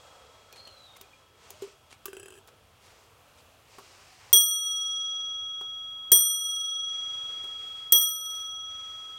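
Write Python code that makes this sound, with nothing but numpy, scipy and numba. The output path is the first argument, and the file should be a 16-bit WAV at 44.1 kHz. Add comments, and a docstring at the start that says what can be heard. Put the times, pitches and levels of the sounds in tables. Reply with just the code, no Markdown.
"""In a quiet room, a wall clock's bell still hums faintly as a finger pushes the minute hand to the hour.
The dry pivot squeaks, the works click and scrape, a sleeve rustles and the hand knocks over its cam.
A lever drops and bounces to rest, then the wheels that drive the strike start to whir.
A hammer hits the small bell three times, chattering against it, and the wooden case knocks along.
The bell rings on in pairs of close tones, which make its hum throb."""
import sys
import numpy as np
from scipy import signal
from scipy.fft import rfft, irfft
from scipy.io import wavfile
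from scipy.ndimage import uniform_filter1d
from numba import njit

SR = 44100
rng = np.random.default_rng(int(sys.argv[2]) if len(sys.argv) > 2 else 0)


def file_out(sig):
    """Save sig as 16-bit WAV at sys.argv[1]."""
    # one column per channel
    cols = np.atleast_2d(sig).T
    # limit, then scale
    lim = np.clip(cols, -1, 1)
    pcm = np.round(lim * 32767).astype(np.int16)
    wavfile.write(sys.argv[1], SR, pcm)


N = 404838
TIME = np.arange(N) / SR
HIT = TIME[:SR // 2]  # time within one short sound

# tone colour of dry metal sliding on metal: f/Hz, level/dB
SCRAPE_COLOUR = [(300, -0.5), (900, 8), (1800, 1.5), (2800, 5.5), (6000, -0.5), (9000, -3), (11000, -7),
                 (16000, -29)]
# hammer blows: t/s, clank/dB, case knock/dB, flare (the bell's brief extra loudness)/dB
BLOWS = [(4.329, -7, -32, 8.5), (6.1176, -6.5, -31, 8.5), (7.9220, -10, -32.5, 12)]
# the hammer falls back against the ringing bell: t/s, tick/dB, high zing/dB, flare left afterwards/dB
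TOUCHES = [ (4.3633, -25, -22.5, 7), (4.384, -27, -31, 5), (4.403, -22, -27, 5.5), (4.418, -27, -31, 0.5),
           (4.438, -29, -36, -1), (4.4674, -43, -34, -3.5), (4.4835, -40, -39.5, -5),
           (4.4941, -43, -42, -1), (4.5065, -66, -49, -1), (6.149, -20, -24, 4.5),
           (6.1658, -21.5, -31.5, 2), (6.1855, -22.5, -32, 1), (6.202, -29, -34.5, 0),
           (7.9583, -21, -35, 10.5), (7.9814, -24, -23.5, 5), (8.0134, -25, -27.5, 2.5),
           (8.0296, -25, -36, 5.5), (8.058, -38, -42, 2.5), (8.0841, -35, -35, 2), (8.0960, -33, -54, -3)]


def undb(db):
    """Turn decibels into a factor to multiply by."""
    return 10 ** (np.asarray(db) / 20)


def fade(t, t60):
    """Die away smoothly; t60 is the time in seconds it takes to fall by 60 dB."""
    return np.exp(-np.log(1000) * t / t60)


def add(track, start, sound):
    """Mix a sound into the track at a time in seconds."""
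    i = int(start * SR)
    track[i:i + len(sound)] += sound[:N - i]


def noise(colour, size):
    """Noise of strength 1; its colour (rows of f/Hz, level/dB) says how strong lows and highs are."""
    hz, db = np.transpose(colour)
    bins = np.maximum(np.fft.rfftfreq(size, 1 / SR), 1)
    gain = undb(np.interp(np.log(bins), np.log(hz), db))
    x = irfft(rfft(rng.standard_normal(size)) * gain, size)
    return x / x.std()


def walk(rate):
    """A smooth random wander, typically 1 in size, that turns about `rate` times a second."""
    k = int(SR / rate)
    x = uniform_filter1d(np.repeat(rng.standard_normal(N // k + 1), k), k)[:N]
    return x / x.std()


def steps(values, times, t, slide_s=0.015):
    """Hold each value until its time is up, then slide to the next one."""
    held = np.asarray(values, float)[np.searchsorted(times, t)]
    return uniform_filter1d(held, int(slide_s * SR) + 1)


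def ring(tones, scatter_db, rise_s, detune=0):
    """A knocked object rings with fading tones; chance can shift their loudness and pitch a little."""
    out = 0
    for hz, t60, db in tones:
        size, offset = rng.standard_normal(2)
        wave = np.sin(2 * np.pi * (hz * (1 + detune * offset) * HIT + rng.random()))
        out = out + undb(db + scatter_db * size) * fade(HIT, t60) * wave
    return out * (1 - np.exp(-HIT / rise_s))


def cluster(groups, count):
    """Crowds of steady tones, `count` of them scattered around each centre pitch."""
    out = 0
    for centre_hz, spread_hz, db in groups:
        hz = centre_hz + spread_hz * rng.standard_normal((count, 1))
        waves = np.sin(2 * np.pi * (hz * HIT + rng.random((count, 1))))
        out = out + undb(db) * np.sqrt(2 / count) * waves.sum(0)
    return out


def room_tone(level_db=-61, waver_db=.7):
    """Quiet air of the room, wavering a little."""
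    # a low, soft rush: f/Hz, level/dB
    air_colour = [(15, -48), (25, -17.5), (87, 1.5), (141, -6.5), (166, -11.5), (384, -12.5), (427, -9.5),
                  (754, -9.5), (887, -12), (1160, -10.5), (2000, -18), (2480, -14.5), (2690, -13.5),
                  (4370, -21), (16000, -31)]
    waver = undb(waver_db * walk(5))
    return noise(air_colour, N) * undb(level_db) * waver


def lingering_hum(t60=14):
    """The bell's low tones still hum faintly from an earlier blow."""
    # tones still sounding: f/Hz, level/dB
    tones = [(1308, -63), (3282, -67.5), (3308, -64)]
    return fade(TIME, t60) * sum(undb(db) * np.sin(2 * np.pi * hz * TIME) for hz, db in tones)


def brushing_hand(uneven_db=0.5):
    """A hand brushes the dial, ever more softly, with short rests."""
    # skin on the dial: f/Hz, level/dB
    brush_colour = [(150, -38.5), (330, -13.5), (500, 1), (750, -1), (1300, -3), (1800, -11), (4000, -12.5),
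                    (8000, -15.5), (11000, -35), (16000, -37)]
    # loudness of the brushing: t/s, level/dB
    brush_levels = [(0, -54.5), (.5, -60.5), (1.2, -62.5), (1.32, -75.5), (1.45, -59.5), (1.8, -67),
                    (2.7, -79.5), (2.9, -65), (3.5, -66), (3.8, -80)]
    level_db = np.interp(TIME, *np.transpose(brush_levels))
    return noise(brush_colour, N) * undb(level_db + uneven_db * walk(22))


def squeak(sag_hz_per_s=1260, flutter_db=2.2, edge_s=0.0043, grit_db=-13):
    """The dry pivot slips in thin, scratchy chirps, each sagging in pitch over a little grit."""
    # slips, lower as the finger slows: t/s, length/s, f/Hz, level/dB
    slips = [(0.515, 0.056, 4360, -60), (0.571, 0.043, 4310, -50.5), (.613, 0.037, 4340, -56),
             (0.648, .036, 4320, -49), (0.675, 0.084, 4220, -56.5), (0.763, 0.055, 4090, -56),
             (0.818, 0.056, 3970, -54.5), (.874, 0.057, 3740, -56.5), (0.932, 0.03, 3740, -57),
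             (0.98, 0.049, 3740, -61)]
    out = np.zeros(N)
    roughness = 1 + .005 * walk(300) + .031 * walk(3000)  # the pitch wavers and rasps
    flutter = undb(flutter_db * walk(160))
    grit = undb(grit_db) * noise(SCRAPE_COLOUR, N)
    for start, length, hz, db in slips:
        t = TIME[:int(length * SR)]
        span = slice(int(start * SR), int(start * SR) + len(t))
        gate = np.minimum(np.minimum(t, length - t) / edge_s, 1)
        pitch = (hz - sag_hz_per_s * t) * roughness[span]
        chirp = np.sin(2 * np.pi * np.cumsum(pitch) / SR)
        add(out, start, undb(db) * gate * flutter[span] * (chirp + grit[span]))
    return out


def tick(treble_db, snap_t60, tail_db=-15, tail_t60=0.054):
    """A tiny steel contact and its dense, short ring in the brass frame."""
    # steel on steel: f/Hz, level/dB
    click_colour = [(300, -7), (1100, 6), (1900, -6), (2800, 5.5), (4500, -2.5), (7000, 2), (9000, -5),
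                    (12500, -1.5), (16000, -3)]
    top_hz = click_colour[-1][0]
    tilted = [(hz, db + treble_db * hz / top_hz) for hz, db in click_colour]
    return noise(tilted, len(HIT)) * (fade(HIT, snap_t60) + undb(tail_db) * fade(HIT, tail_t60))


def thump(rise_s=0.0014):
    """The dial plate thumps when the works it carries give it a push."""
    # tones of the plate: f/Hz, t60/s, level/dB
    dial_tones = [(389.5, 0.176, -3), (399.3, 0.12, 2), (437, 0.064, -1)]
    plate = sum(undb(db) * fade(HIT, t60) * np.sin(2 * np.pi * hz * HIT) for hz, t60, db in dial_tones)
    return (1 - np.exp(-HIT / rise_s)) * plate


def works(snap_t60=0.02, thump_db=-19):
    """Pins and catches click as the wheels turn."""
    # sharp clicks: t/s, level/dB, treble boost/dB
    clicks = [(0.5267, -45, -1), (0.6734, -47, -9), (0.9684, -48, 3), (1.012, -38.5, 8), (1.505, -36.5, 7),
              (2.475, -49, 9)]
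    out = np.zeros(N)
    for start, db, treble_db in clicks:
        add(out, start, undb(db) * (tick(treble_db, snap_t60) + undb(thump_db) * thump()))
    return out


def creaks(t60=0.048):
    """Each catch of the pivot rings the minute hand for a moment."""
    # tiny pitched creaks: t/s, f/Hz, level/dB
    catches = [(.533, 2450, -51), (.674, 3040, -43), (.687, 2900, -52), (.957, 2120, -49),
               (1.037, 2450, -54), (1.132, 2430, -49.5)]
    out = np.zeros(N)
    for start, hz, db in catches:
        add(out, start, undb(db) * ring([(hz, t60, 0)], scatter_db=2.5, rise_s=0.0017))
    return out


def scrapes(grit_db=3):
    """Dry metal slides on metal; each gritty scrape swells and dies away."""
    # brief drags as the minute hand is turned and let go: t/s, length/s, level/dB
    drags = [(0.554, 0.025, -51), (0.948, 0.034, -58.5), (1.608, 0.058, -56), (1.895, 0.059, -55),
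             (2.472, 0.025, -56), (2.799, .14, -61), (3.365, 0.052, -59.5)]
    out = np.zeros(N)
    for start, length, db in drags:
        size = int(length * SR)
        swell = np.sin(np.linspace(0, np.pi, size))
        add(out, start, swell * noise(SCRAPE_COLOUR, size) * undb(db + grit_db * walk(490)[:size]))
    return out


def sleeve(edge_s=.1, uneven_db=.6):
    """Cloth slides softly as the arm moves and draws back."""
    # moves of the arm: t/s, length/s, level/dB
    rustles = [(1.354, 0.43, -58.5), (2.775, .35, -63), (3.64, .76, -57.5), (5.049, 0.41, -69),
               (6.83, 1.12, -57.5), (8.252, 0.26, -60), (8.63, .62, -59.5)]
    # rubbing cloth: f/Hz, level/dB
    cloth_colour = [(200, -10.5), (600, -1), (1000, 1), (1500, -3), (2700, 1), (3600, -4.5), (4800, -1),
                    (7000, -5), (9000, -10), (10500, -21), (16000, -34.5)]
    level = np.zeros(N)
    for start, length, db in rustles:
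        inside_s = np.minimum(TIME - start, start + length - TIME)
        level += undb(db) * np.clip(inside_s / edge_s, 0, 1)
    return noise(cloth_colour, N) * level * undb(uneven_db * walk(30))


def cam(start=1.6215, level_db=-32, click_db=-11, rebound_s=.053, rebound_db=-14):
    """The minute hand rides over its cam (a shaped wheel) with a dull knock and one soft rebound."""
    out = np.zeros(N)
    for lag, db in [(0, 0), (rebound_s, rebound_db)]:
        knock = thump(rise_s=0.0032) + undb(click_db) * tick(treble_db=-7, snap_t60=0.037)
        add(out, start + lag, undb(level_db + db) * knock)
    return out


def lever(bounce_start=2.1975, flight_s=.0325, flight_share=.871, loss_db=1.22, bounces=11):
    """The release lever falls off its cam with a knock and bounces ever faster to rest, shaking a spring."""
    # first uneven landings on its stop: t/s, metal/dB, thump/dB
    landings = [(2.0564, -44, -46), (2.0816, -43, -41), (2.1309, -41.5, -43), (2.1495, -52, -53),
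                (2.168, -41.5, -42.5), (2.1824, -55, -61)]
    # crowded tones of the lever: f/Hz, spread/Hz, level/dB
    lever_tones = [(900, 120, -8), (1250, 120, -8), (1620, 110, -2), (2650, 100, -1), (3090, 70, -3),
                   (6000, 200, -12), (7000, 150, -7), (7900, 170, -1), (8550, 100, -8), (9600, 80, -13),
                   (10200, 130, -3)]
    # tones of the spring: f/Hz, t60/s, level/dB
    spring_tones = [(1590, 0.17, -24), (3200, 0.3, -20.5), (4960, 0.28, -22)]
    out = np.zeros(N)
    envelope = fade(HIT, .03) + undb(-16) * fade(HIT, .11)  # a quick ring and a faint tail
    # each flight lasts a share of the one before, and each landing is weaker
    k = np.arange(bounces)
    times = bounce_start + flight_s * (1 - flight_share ** k) / (1 - flight_share)
    hits = [*landings, *zip(times, -42.5 - loss_db * k, -47 - loss_db * k)]
    for start, metal_db, thump_db in hits:
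        metal = undb(-7) * cluster(lever_tones, count=9) * envelope
        click = undb(-9) * tick(treble_db=11, snap_t60=0.018, tail_db=-13)
        add(out, start, undb(metal_db) * (metal + click) + undb(thump_db - 2) * thump())
    for start, metal_db, _ in hits[1:]:
        add(out, start, undb(metal_db) * ring(spring_tones, scatter_db=1.5, rise_s=0.0029))
    knock = undb(-37) * fade(HIT, 0.052) * np.sin(2 * np.pi * 1170 * HIT)
    snap = undb(-27.5) * tick(treble_db=13, snap_t60=0.034, tail_db=-26)
    add(out, hits[0][0], knock + snap)
    return out


def whirr(start=2.76, rise_s=0.061, level_db=-71.5, flutter_db=1.5):
    """Once the finger lets go, the strike's wheels and air brake spin up with a faint, fluttering rush."""
    # spinning wheels: f/Hz, level/dB
    whirr_colour = [(150, -21.5), (500, -3), (1300, -4.5), (1900, -4), (2700, -3.5), (4500, -20.5),
                    (8000, -14.5), (11000, -7), (16000, -12.5)]
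    speed = np.clip((TIME - start) / rise_s, 0, 1)
    return noise(whirr_colour, N) * speed * undb(level_db - flutter_db * walk(47))


def lifting_pin(thump_db=-12, clack_t60=0.082):
    """About half a second before each blow a pin picks up the hammer with a soft clack."""
    # lifts of the hammer: t/s, level/dB
    lifts = [(3.784, -43.5), (5.61, -45.5), (7.4392, -45)]
    # dull clack of the pin: f/Hz, level/dB
    pin_colour = [(250, -8.5), (400, 4.5), (650, -7), (900, 2.5), (1250, 4), (1900, -14), (4500, -12.5),
                  (9000, -16.5), (16000, -21.5)]
    out = np.zeros(N)
    for start, db in lifts:
        clack = noise(pin_colour, len(HIT)) * fade(HIT, clack_t60)
        add(out, start, undb(db) * (clack + undb(thump_db) * thump()))
    return out


def hammer(crack_t60=0.047, rattle_db=-23, rattle_t60=0.14, clack_t60=0.078, detune=.006):
    """The hammer cracks on the bell, clanks and chatters; the case takes the kick and its air hums on."""
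    # metal hitting metal: f/Hz, level/dB
    crack_colour = [(30, -33), (100, -21.5), (450, -21), (750, -28), (2300, -24), (3300, -17), (4500, -18),
                    (8500, -16.5), (10500, -15.5), (12400, -4), (13100, -5.5), (14350, 8), (15000, -10.5),
                    (16000, -4)]
    # tones of the steel hammer and its stem: f/Hz, t60/s, level/dB
    steel_tones = [(1886, .06, -26.5), (2684, 0.073, -34.5), (3626, .06, -26.5), (4440, 0.055, -27.5),
                   (5360, .06, -26.5), (6450, .06, -24.5), (6950, 0.049, -26), (7670, .07, -29),
                   (8400, .08, -24), (9800, .05, -23), (11270, .07, -23.5)]
    # tones of the wooden case: f/Hz, t60/s, level/dB
    case_tones = [(76.2, 0.196, -20), (400, 0.17, -2.5), (432, 0.062, 3), (502, 0.18, -10.5),
                  (924, .3, -10)]
    # dry clack of the case boards: f/Hz, level/dB
    wood_colour = [(40, -24), (170, -14), (240, -18), (320, -3.5), (400, 0), (520, -3), (700, -18.5),
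                   (3000, -34)]
    # air inside the case, slow to swell: f/Hz, t60/s, level/dB
    air_tones = [(294, .5, -11), (318, .28, -15), (905, .3, -18)]
    # light touch of the hammer: f/Hz, level/dB
    touch_colour = [(300, -18), (2300, -21.5), (4500, -18), (8000, -12.5), (11000, -17), (14300, 2.5),
                    (16000, -8)]
    out = np.zeros(N)
    crack = fade(HIT, crack_t60) + undb(rattle_db) * fade(HIT, rattle_t60)
    for start, clank_db, knock_db, _ in BLOWS:
        add(out, start, undb(clank_db - 3) * crack * noise(crack_colour, len(HIT)))
        add(out, start, undb(clank_db) * ring(steel_tones, scatter_db=1.5, rise_s=.0006, detune=detune))
        add(out, start, undb(knock_db - 0.5) * ring(case_tones, scatter_db=0, rise_s=0.0034))
        add(out, start, undb(knock_db - 3) * fade(HIT, clack_t60) * noise(wood_colour, len(HIT)))
        add(out, start, undb(knock_db) * ring(air_tones, scatter_db=1, rise_s=.03))
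    graze = (1 - np.exp(-HIT / .0007)) * fade(HIT, .03)
    for start, tick_db, *_ in TOUCHES:
        add(out, start, undb(tick_db - 2) * graze * noise(touch_colour, len(HIT)))
        add(out, start, undb(tick_db - 4) * ring(steel_tones, scatter_db=2, rise_s=.0006, detune=detune))
    return out


def bell(flare_loss_per_octave=0.62, jolt_db=1.5, jolt_radians=.6, rise_s=0.0022):
    """The bell flares at each blow, is jolted by the hammer's touches, then hums until the next blow."""
    # a slightly uneven bell splits each tone into a close pair that throbs: f/Hz
    bell_hz = [1289.0, 1308.4, 3281.8, 3308.1, 5850.5, 5871.0, 8884.5, 8902.8, 12321, 12386, 14338, 14384]
    # the same tones; the hammer never lands on quite the same spot: t60/s, level/dB on blows 1, 2 and 3
    bell_tones = [ (14.3, -46, -48, -45), (29.2, -69, -54, -56.5), (7.16, -43, -37, -46.5),
                  (7.4, -23.5, -25, -28), (2.334, -22, -31.5, -35.5), (2.14, -28.5, -23, -28),
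                  (0.88, -24.5, -27, -32.5), (0.89, -16, -13, -23.5), (0.705, -22.5, -17.5, -17),
                  (0.731, -19, -16, -22.5), (0.3, -22, -23.5, -21), (0.3, -18, -22, -25)]
    strike_hz, full_jolt_hz = bell_hz[3], bell_hz[7]
    out = np.zeros(N)
    starts = [row[0] for row in BLOWS]
    ends = starts[1:] + [N / SR + 1]
    for blow, (start, end) in enumerate(zip(starts, ends)):
        t = TIME[:int((end - start) * SR) + 100]
        gate = (1 - np.exp(-t / rise_s)) * np.minimum((t[-1] - t) / .003, 1)
        touches = np.array([row for row in TOUCHES if start < row[0] < end])
        lags = touches[:, 0] - start
        flare_db = steps([BLOWS[blow][3], *touches[:, 3]], lags, t)
        dip = undb(-2.5 * np.exp(-((t - 0.28) / 0.042) ** 2))  # the level dips briefly
        for hz, (t60, *blow_db) in zip(bell_hz, bell_tones):
            # the flare is strongest at the strike note and weaker away from it
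            share = max(1 - flare_loss_per_octave * abs(np.log2(hz / strike_hz)), 0)
            # a touch jolts the high tones sharply and leaves the low ones clean
            jolt = min(hz / full_jolt_hz, 1) ** 2
            size = jolt * steps([0, *rng.standard_normal(len(lags) - 1), 0], lags, t, slide_s=.003)
            shift = jolt * steps([0, *rng.standard_normal(len(lags) - 1), 0], lags, t, slide_s=.003)
            level_db = blow_db[blow] + share * flare_db + jolt_db * size
            envelope = gate * dip * fade(t, t60) * undb(level_db)
            add(out, start, envelope * np.sin(2 * np.pi * hz * t + jolt_radians * shift))
    return out


def shimmer(ring_db=-28, spike_db=-14, spike_t60=0.04, rise_s=0.00037):
    """The bell's highest tones spike on the blow, and each touch of the hammer sets them sizzling again."""
    # crowded high tones: f/Hz, spread/Hz, level/dB
    high_tones = [(5910, 90, -17), (7900, 450, -17), (8920, 70, -8), (11900, 200, -13), (12500, 70, -10),
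                  (13680, 45, -5), (13880, 40, -11), (14200, 60, -7), (14365, 35, 0), (14650, 15, -11),
                  (15600, 70, -10)]
    out = np.zeros(N)
    spike = (1 - np.exp(-HIT / rise_s)) * fade(HIT, spike_t60)
    tail = (1 - np.exp(-HIT / .0015)) * fade(HIT, .15)
    for start, *_ in BLOWS:
        add(out, start, (undb(ring_db) * tail + undb(spike_db) * spike) * cluster(high_tones, count=8))
    for start, _, zing_db, _ in TOUCHES:
        add(out, start, undb(zing_db) * tail * cluster(high_tones, count=8))
    return out


def room(x, echo_db, t60=0.18):
    """Add the blurred echoes of a small furnished room, which soaks up the top treble."""
    tail = rng.standard_normal(len(HIT)) * fade(HIT, t60) * (1 - np.exp(-HIT / 0.0023))
    tail = signal.sosfilt(signal.butter(2, 10000, fs=SR, output="sos"), tail / np.linalg.norm(tail))
    return x + undb(echo_db) * signal.fftconvolve(x, tail)[:N]


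def waver_bands(x, swell_db=.5, flicker_db=2.6):
    """The middle pitches swell and dip together, while each band flickers alone, the low ones most."""
    edges_hz = [330, 420, 500, 580, 680, 800, 1100, 1600, 2400, 3600, 6000, 9000]
    swell = swell_db * walk(2.015)
    spectrum = rfft(x)
    bins = np.fft.rfftfreq(N, 1 / SR)
    out = x
    for low, high in zip(edges_hz, edges_hz[1:]):
        band = irfft(spectrum * ((bins >= low) & (bins < high)), N)
        depth_db = flicker_db * min(edges_hz[2] / low, 1)
        out = out + band * (undb(swell + depth_db * walk(10)) - 1)
    return out


def scene():
    """The clock in its room, with a hand and sleeve moving close by."""
    parts = hammer() + lifting_pin() + works() + scrapes() + cam() + squeak() + creaks()
    mechanism = room(parts, echo_db=-8.0) + room(lever(), echo_db=-9.5)
    background = waver_bands(brushing_hand() + sleeve() + whirr() + room_tone())
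    return (mechanism + room(bell(), echo_db=-19) + shimmer() + lingering_hum() + background)[None]


@njit
def follow(x, attack_s, release_s):
    """Follow a level, rising at one speed (attack) and falling at another (release)."""
    out, level = np.empty(len(x)), 0.
    for i in range(len(x)):
        level += (x[i] - level) / (SR * (attack_s if x[i] > level else release_s))
        out[i] = level
    return out


def record(dry, threshold_db=-27, squeeze=.55, ceiling=.87, top_hz=15950):
    """The volume ducks after each blow and recovers; the tallest peaks clip and the top treble is cut."""
    level = follow(np.abs(dry[0]), attack_s=0.15, release_s=0.39)
    gain = np.maximum(level / undb(threshold_db), 1) ** -squeeze
    clipped = np.clip(dry * gain, -ceiling, ceiling)
    return signal.sosfilt(signal.ellip(8, .2, 70, top_hz, fs=SR, output="sos"), clipped)


dry = scene()
out = record(dry)
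file_out(out)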